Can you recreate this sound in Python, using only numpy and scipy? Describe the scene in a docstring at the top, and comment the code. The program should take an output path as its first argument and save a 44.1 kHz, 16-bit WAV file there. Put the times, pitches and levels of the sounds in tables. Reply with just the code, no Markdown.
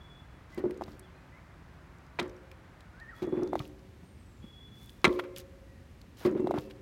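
"""Balance board on a driveway

Someone jumps on and off a plastic board on four steel springs, on asphalt beside a garden.
Shoes slap the deck and set the coils singing; at each jump off, the freed deck judders on its
springs and the base clops on the ground. Soles scuff, grit ticks under them, birds whistle in
the trees and far traffic hums."""
import sys
import numpy as np
from scipy import signal
from scipy.fft import rfft, irfft
from scipy.io import wavfile

SR = 44100
rng = np.random.default_rng(int(sys.argv[2]) if len(sys.argv) > 2 else 0)


def transcribe(signal):
    """Save signal, clipped to [-1, 1], as a 16-bit WAV file at the path in sys.argv[1]."""
    frames = np.atleast_2d(signal).T
    limited = np.clip(frames, -1, 1)
    pcm = np.round(limited * 32767).astype(np.int16)
    wavfile.write(sys.argv[1], SR, pcm)


N = 300321
TIME = np.arange(N) / SR
HIT_SAMPLES = 8192

# Jumps off the deck: start_s, release_db, swing_gap_s, hardest_after_s, hardest_db, falloff_db_per_s
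JUMPS_OFF = [(0.5756, -26.5, 0.057, 0.057, -22.5, 176), (3.221, -24.5, 0.049, 0.13, -21.5, 69),
             (6.2504, -15, .0470, 0.092, -20.5, 28.5)]
# Jumps onto the deck: start_s, slap_db, first_contact_hz, last_contact_hz, knock_db
LANDINGS = [(2.1886, -21, 1020, 3860, -30.5), (5.0440, -8, 2406, 2700, -21.5)]
# Footfalls on the asphalt: start_s, thud_db, thud_hz, slap_db
FOOTFALLS = [(0.881, -40, 163, -38), (3.601, -28.5, 135, -32.5), (4.032, -39.5, 196, -53.5),
             (4.441, -37.5, 220, -53), (6.580, -28.5, 140, -32)]
# Colour of the contact noise: frequency_hz, relative_db
CONTACT_SPECTRUM = [(120, -38.5), (200, -0.5), (696, -12.5), (933, -7), (1370, -17), (1650, -21.5),
                    (2090, -13.5), (2700, -25.5), (3830, -20.5), (4600, -31), (8120, -35.5), (16000, -41)]
# Modes of the hollow shell around the spring seats: pitch_hz, relative_db, t60_s
SHELL_MODES = [(214, -8.5, 0.11), (249.3, -6, 0.09), (313.7, -8, 0.23), (360.5, 5.5, 0.13),
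               (416.5, -8, 0.14), (486, -16.5, 0.069), (588.5, -10.5, 0.092), (680, -17.5, 0.0129)]


def from_db(db):
    return 10 ** (np.asarray(db) / 20)


def rms_one(x):
    return x / np.sqrt(np.mean(x ** 2) + 1e-20)


def peak_one(x):
    return x / np.max(np.abs(x))


def add(out, start_s, sound):
    at = max(round(start_s * SR), 0)
    out[at:at + len(sound)] += sound[:max(N - at, 0)]


def fade(t60_s, size=HIT_SAMPLES):
    return from_db(-60 * TIME[:size] / t60_s)


def low_pass(x, hz):
    return signal.sosfilt(signal.butter(2, min(hz, SR / 2 - 1), fs=SR, output="sos"), x)


def resonate(x, hz, q):
    """One broad resonance."""
    return signal.lfilter(*signal.iirpeak(min(hz, SR / np.e), max(q, hz / SR * np.pi), fs=SR), x)


def wobble(hz, size):
    """Random movement, mostly slower than hz; rms 1."""
    return rms_one(low_pass(rng.standard_normal(size), hz))


def noise(spectrum, size=HIT_SAMPLES):
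    """Noise of a given colour; rms 1."""
    hz, db = np.transpose(spectrum)
    bins_hz = np.maximum(np.fft.rfftfreq(size, 1 / SR), 1)
    colour = from_db(np.interp(np.log(bins_hz), np.log(hz), db))
    return rms_one(irfft(rfft(rng.standard_normal(size)) * colour, size))


def struck(modes):
    """Decaying sines, neighbours in opposition; each blow lands elsewhere and rebalances them."""
    waves = np.array([(-1) ** k * from_db(db) * fade(t60_s) * np.sin(2 * np.pi * hz * TIME[:HIT_SAMPLES])
                      for k, (hz, db, t60_s) in enumerate(modes)])
    return peak_one(from_db(rng.normal(0, 1.5, len(waves))) @ waves)


def air(level_db, crossfade_s):
    """Far traffic and leaves; a wide, open background crossfades into a closer, duller one."""
    # Wide, open background: frequency_hz, relative_db
    wide_spectrum = [(15, -41), (25, -32), (38, 2), (76, 4), (114, -1.5), (166, -3), (200, -8.5),
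                     (326, -10.5), (476, -17.5), (531, -15.5), (1520, -16.5), (2160, -21.5), (2910, -28.5),
                     (12500, -46.5), (16000, -47)]
    # Closer, duller background: frequency_hz, relative_db
    close_spectrum = [(15, -58), (25, -10.5), (59, 3), (123, -0.5), (141, -7), (212, -7), (384, -13.5),
                      (427, -17), (545, -18.5), (591, -21.5), (1400, -25), (1890, -26), (2050, -26.5),
                      (3340, -32.5), (16000, -47.5)]
    blend = np.interp(TIME, crossfade_s, (0, 1))
    wide = np.sqrt(1 - blend) * noise(wide_spectrum, N)
    close = np.sqrt(blend) * noise(close_spectrum, N)
    return from_db(level_db) * (wide + close)


def birds(waver, flutter_db, echo_db, echo_t60_s):
    """Nearly pure whistles that flutter on their long way, smeared by echoes from the trees."""
    # Plain whistles: start_s, length_s, start_hz, end_hz, level_db
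    whistles = [(0, 0.22, 3400, 3430, -59), (0.524, 0.092, 2045, 1800, -58),
                (1.024, 0.071, 3450, 2700, -66), (1.14, 0.053, 2560, 2420, -67),
                (1.15, .06, 4150, 4130, -78), (1.32, 0.079, 2036, 2300, -60),
                (3.144, .4, 3390, 3540, -66.5), (4.029, .4, 8600, 6900, -77),
                (4.413, .5, 3376, 3490, -58.5), (5.67, 0.13, 1920, 1850, -69.5),
                (6.382, 0.32, 2700, 2650, -69)]
    # A nearer call that rises to two crests and drops: time_s, pitch_hz, level_db
    crested_call = [(2.93, 1410, -59), (2.985, 1560, -59.5), (3.02, 1850, -46), (3.055, 1760, -60),
                    (3.1, 1890, -45.5), (3.12, 1507, -54), (3.15, 1180, -50)]
    calls = [[(s, hz * (1 - 0.036), db), (s + 0.018, hz, db),  # scoop up
              (s + 0.35 * length_s, hz, db),  # hold
              (s + length_s, end_hz, db - 3.5)]  # glide and weaken
             for s, length_s, hz, end_hz, db in whistles]
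    out = np.zeros(N)
    for call in calls + [crested_call]:
        s, hz, db = np.transpose(call)
        t = np.arange(s[0], s[-1], 1 / SR)
        pitch_hz = np.interp(t, s, hz) * (1 + waver * wobble(74, len(t)))
        level = from_db(np.interp(t, s, db) + flutter_db * wobble(49, len(t)))
        tone = np.sin(2 * np.pi * np.cumsum(pitch_hz) / SR)
        add(out, s[0], level * signal.windows.tukey(len(t), 0.1) * tone)
    trees = rng.standard_normal(SR) * fade(echo_t60_s, SR)
    return out + from_db(echo_db) * signal.fftconvolve(out, trees / np.linalg.norm(trees))[:N]


def scuffs(grain_db, q, sand_db, sand_spread_db):
    """Dragging soles: uneven grains that swell and die away; bright strokes carry a sandy hiss."""
    # Drags of one push-off: before_release_s, relative_db, length_s, pitch_hz
    push_off = [(.09, -42, .13, 4900), (.06, -35, 0.16, 1100), (.003, -29.5, 0.028, 3700),
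                (.004, -27, 0.052, 1110)]
    # Shoes shifting their grip: start_s, level_db, length_s, pitch_hz
    shuffles = [(2.196, -43, 0.0078, 4220), (2.206, -48, 0.069, 1250), (3.332, -50, 0.13, 1020),
                (4.726, -69, 0.29, 6700), (5.068, -60, 0.16, 4400), (5.189, -33, 0.017, 1430),
                (5.232, -49.5, 0.032, 1370), (5.358, -50, .055, 5900), (6.363, -51.5, 0.035, 1450),
                (6.538, -45.5, 0.053, 1180), (6.697, -54, 0.024, 2920)]
    pushes = [(s - lead_s, db + relative_db, length_s, hz)
              for s, db, *_ in JUMPS_OFF for lead_s, relative_db, length_s, hz in push_off]
    step_scrapes = [(s - 0.031, db - 28, 0.12, 4900) for s, *_, db in FOOTFALLS]
    out = np.zeros(N)
    for s, db, length_s, hz in pushes + step_scrapes + shuffles:
        size = int(1.5 * length_s * SR)  # half as long again for the tail
        slips = rng.standard_normal(size) * from_db(grain_db * wobble(360, size))
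        rub = rms_one(low_pass(resonate(slips, hz, q), 1.21 * hz))
        grains = slips * from_db(sand_spread_db * rng.exponential(1, size))
        sand = from_db(sand_db) * (hz / 5000) ** 2 * rms_one(resonate(grains, 11000, q=1.4))
        swell = np.sin(np.pi * np.linspace(0, 1, size) ** 0.5) ** 2
        add(out, s, from_db(db) * (rub + sand) * swell)
    return out


def deck_swings(jitter_s, spread_db):
    """The freed deck rocks, hardest soon after release: seven end stops a jump, as start_s, level_db."""
    stops = []
    for s, release_db, gap_s, hardest_s, hardest_db, falloff in JUMPS_OFF:
        after_s = 0.006 + gap_s * np.arange(1, 7)  # the parting soles hold the first swing back
        late, harder = rng.standard_normal((2, len(after_s)))
        levels_db = hardest_db - falloff * abs(after_s - hardest_s) + spread_db * harder
        stops += [(s, release_db), *zip(s + after_s + jitter_s * late, levels_db)]
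    return stops


def slap_blows(stops):
    """Soles land, the deck flicks free and shakes, shoes meet the ground: start_s, level_db, pitch_hz."""
    landings = []
    for s, db, first_hz, last_hz, _ in LANDINGS:
        # The soles roll flat in three quick contacts, then settle in two weaker ones.
        landings += [(s + k * 0.0043, db, hz) for k, hz in enumerate(np.linspace(first_hz, last_hz, 3))]
        landings += [(s + k * 0.024, db - k * 12, 1480) for k in (1, 2)]
    flicks = [(s, db - 18.5, 1500) for s, db, *_ in JUMPS_OFF]
    shakes = [(s, db - 21, 950) for s, db in stops]
    steps = [(s, db, 940) for s, *_, db in FOOTFALLS]
    return landings + flicks + shakes + steps


def slaps(blows, crack_db, tail_db, q):
    """Sole on plastic: a crack of contact noise and the deck's modes; where it lands sets which lead."""
    # Modes of the plastic deck: pitch_hz, relative_db, t60_s
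    deck_modes = [(320.3, 4, 0.23), (550, -5, 0.12), (670, -2, 0.064), (868, -17.5, 0.03), (928, -17, 0.17),
                  (1051, -20, 0.058), (1116, -9.5, 0.14), (1240, -3, .07), (1368, -6, 0.066),
                  (1600, -16, 0.068), (1760, -8.5, .06), (1964, -2.5, 0.043), (2039, 1, 0.023),
                  (2243, 3, 0.025), (2473, -5, 0.035), (2870, -35, 0.026), (3180, -6, 0.014),
                  (3510, -15, 0.01), (3660, -12, 0.024), (4060, -5.5, 0.015), (6290, -15.5, 0.024),
                  (8540, -18, 0.046), (9300, -13.5, 0.025)]
    decay = fade(0.032) + from_db(tail_db) * fade(0.036)
    out = np.zeros(N)
    for s, db, hz in blows:
        slap = struck(deck_modes) + from_db(crack_db) * noise(CONTACT_SPECTRUM) * decay
        add(out, s, from_db(db) * peak_one(resonate(slap, hz, q)))
    return out


def seat_blows(stops):
    """Springs hit and rebound at each stop, and knock as a landing sinks them: start_s, level_db, hz."""
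    rocking = [(s + k * 0.018 * rng.uniform(0.8034, 1.2), db - k * 4.5, 630)
               for s, db in stops for k in range(2)]
    sinking = [(s + 0.016 + k * 0.0205, db - k * 4, 700) for s, *_, db in LANDINGS for k in range(5)]
    return rocking + sinking


def knocks(blows, rasp_db, rasp_t60_s):
    """The deck throws the springs against their seats: a short rasp, and the hollow shell booms."""
    out = np.zeros(N)
    for s, db, cutoff_hz in blows:
        rasp = from_db(rasp_db) * noise(CONTACT_SPECTRUM) * fade(rasp_t60_s)
        add(out, s, from_db(db) * peak_one(low_pass(struck(SHELL_MODES) + rasp, cutoff_hz)))
    return out


def coils(on_seats, on_deck, knock_db, slap_db, detune):
    """Every blow leaves the springs singing, higher under weight; unequal springs beat together."""
    # Modes of the steel coils: pitch_hz, free_db, stood_on_db, t60_s
    coil_modes = [(212, -2.5, -24.5, 0.81), (297, 7, -6, 0.7), (366.4, 2.5, 5, 0.59), (379.7, -3, -15, 1.5),
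                  (432, 0, -8, 0.64), (495, -5.5, -12.5, 0.74), (524.3, -9.5, -10, 0.8),
                  (541, -13.5, -13, 1.83), (588, -50, -8.5, 0.55), (650, -18.5, -22, 0.87),
                  (1046, -51, -13, 0.59), (1180, -43, -20.5, 0.4), (1870, -61, -32, 0.37)]
    s, db, _ = np.transpose(on_seats + on_deck)
    db = db + np.repeat([knock_db, slap_db], [len(on_seats), len(on_deck)])
    stood_on = np.any([(s >= on[0]) & (s < off[0]) for on, off in zip(LANDINGS, JUMPS_OFF[1:])], axis=0)
    out = np.zeros(N)
    for hz, free_db, stood_on_db, t60_s in coil_modes:
        radius = from_db(-60 / (t60_s * SR))
        for spring in (-1, 0, 1):  # flat, in tune, sharp
            strength = from_db(db + np.where(stood_on, stood_on_db, free_db) - 2.2 * abs(spring))
            kicks = np.full(N, 1e-18)
            kicks[(s * SR).astype(int)] = strength * (rng.standard_normal(len(s)) if spring else 1)
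            angle = 2 * np.pi * hz * (1 + spring * detune) / SR
            out += signal.lfilter([0, np.sin(angle)], [1, -2 * radius * np.cos(angle), radius ** 2], kicks)
    return out


def thumps(stops, t60_s):
    """Weight arriving on the ground gives a short low push, cushioned by the soles."""
    # The weight of one landing: after_contact_s, relative_db, pitch_hz
    weight = [(.005, -15.5, 190), (0.029, -10, 214.4), (0.035, -26.5, 57)]
    landings = [(s + after_s, db + relative_db, hz)
                for s, db, *_ in LANDINGS for after_s, relative_db, hz in weight]
    swings = [(s, db - 13, 139) for s, db in stops]
    steps = [(s, db, hz) for s, db, hz, _ in FOOTFALLS]
    out, size = np.zeros(N), SR // 4
    for s, db, hz in landings + swings + steps:
        push = np.sin(2 * np.pi * hz * TIME[:size]) * fade(t60_s, size)
        add(out, s, from_db(db) * peak_one(resonate(push, hz, q=0.88)))
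    return out


def grit(grains_per_jump, t60_s, q, edge_db):
    """Stones and fine grains snap under shoe and base: pitched ticks with a sharp edge."""
    # Larger stones cracking: start_s, peak_db, pitch_hz
    stones = [(0.7090, -39, 2050), (0.8372, -41, 4000), (0.9945, -42.5, 9260), (2.2278, -44, 4070),
              (2.5150, -40, 2430), (2.9997, -48, 4070), (2.8066, -47.5, 3880), (3.4330, -39.5, 5600),
              (3.4750, -46, 4270), (3.5926, -30, 3360), (3.6525, -44, 2750), (4.8944, -40.5, 3240),
              (5.0785, -33, 3500), (5.1275, -43, 3490), (5.3623, -35.5, 3230), (6.0153, -47, 3900),
              (6.4718, -45, 3950), (6.5855, -36, 3700)]
    grains = [(s + 0.11 + 0.16 * later, -57 + 3 * louder, 5120 * 2 ** (0.5 * higher))
              for s, *_ in LANDINGS + JUMPS_OFF
              for later, louder, higher in rng.standard_normal((grains_per_jump, 3))]
    out, size = np.zeros(N), 2048
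    decay = fade(t60_s, size) + from_db(-22) * fade(0.04, size)
    for s, db, hz in stones + grains:
        snap = rng.standard_normal(size) * decay
        edge = from_db(edge_db) * resonate(snap, 9000, q=0.6)
        add(out, s, from_db(db) * peak_one(resonate(snap, hz, q) + edge))
    return out


def clops(q, rasp_db, rasp_t60_s, shell_db):
    """The base tips and falls flat: a pop of two or three cycles that also shakes the shell."""
    # The base clapping on the asphalt: start_s, level_db, pitch_hz
    base_hits = [(0.8109, -26, 714), (0.8201, -25.5, 791.3), (3.5314, -19.5, 700), (3.5546, -17.5, 691),
                 (6.4712, -20.5, 700), (6.5098, -16, 652), (6.54, -23, 685), (6.5765, -24.5, 716)]
    impulse = signal.unit_impulse(HIT_SAMPLES) + 1e-18
    out = np.zeros(N)
    for s, db, hz in base_hits:
        ring = resonate(resonate(impulse, hz, q), hz, q)
        pop = peak_one(low_pass(ring, 1116))
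        rasp = from_db(rasp_db) * noise(CONTACT_SPECTRUM) * fade(rasp_t60_s)
        add(out, s, from_db(db) * (pop + rasp + from_db(shell_db) * struck(SHELL_MODES)))
    return out


def yard_echo(x, wet_db, t60_s, cutoff_hz):
    """Faint dull scatter from house wall, fence and trees."""
    build_up = 1 - fade(0.05, SR)
    tail = low_pass(rng.standard_normal(SR), cutoff_hz) * fade(t60_s, SR) * build_up
    return x + from_db(wet_db) * signal.fftconvolve(x, tail / np.linalg.norm(tail))[:N]


def scene():
    """Board, ground and shoes up close, with birds and air behind; mono."""
    stops = deck_swings(jitter_s=0.00189, spread_db=2)
    on_deck, on_seats = slap_blows(stops), seat_blows(stops)
    near = slaps(on_deck, crack_db=-4, tail_db=-18.5, q=1.0)
    near += knocks(on_seats, rasp_db=-10.5, rasp_t60_s=0.087)
    near += coils(on_seats, on_deck, knock_db=-21.5, slap_db=-28, detune=0.02)
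    near += clops(q=1.43, rasp_db=-22, rasp_t60_s=0.059, shell_db=-13)
    near += thumps(stops, t60_s=0.031)
    near += grit(grains_per_jump=6, t60_s=0.013, q=4.6, edge_db=-28.5)
    near += scuffs(grain_db=3, q=0.49, sand_db=-4.5, sand_spread_db=4)
    mix = yard_echo(near, wet_db=-33.5, t60_s=1.0, cutoff_hz=2170)
    mix += birds(waver=0.0066, flutter_db=2, echo_db=-4.5, echo_t60_s=0.96)
    mix += air(level_db=-52.5, crossfade_s=(3.1, 3.7))
    return mix[None]


def record(dry):
    """A small microphone sheds the deep bass; the top is cut steeply."""
    thin = signal.sosfilt(signal.butter(3, 42, "high", fs=SR, output="sos"), dry)
    return signal.sosfilt(signal.ellip(10, 0.1, 70, 15900, fs=SR, output="sos"), thin)


dry = scene()
out = record(dry)
transcribe(out)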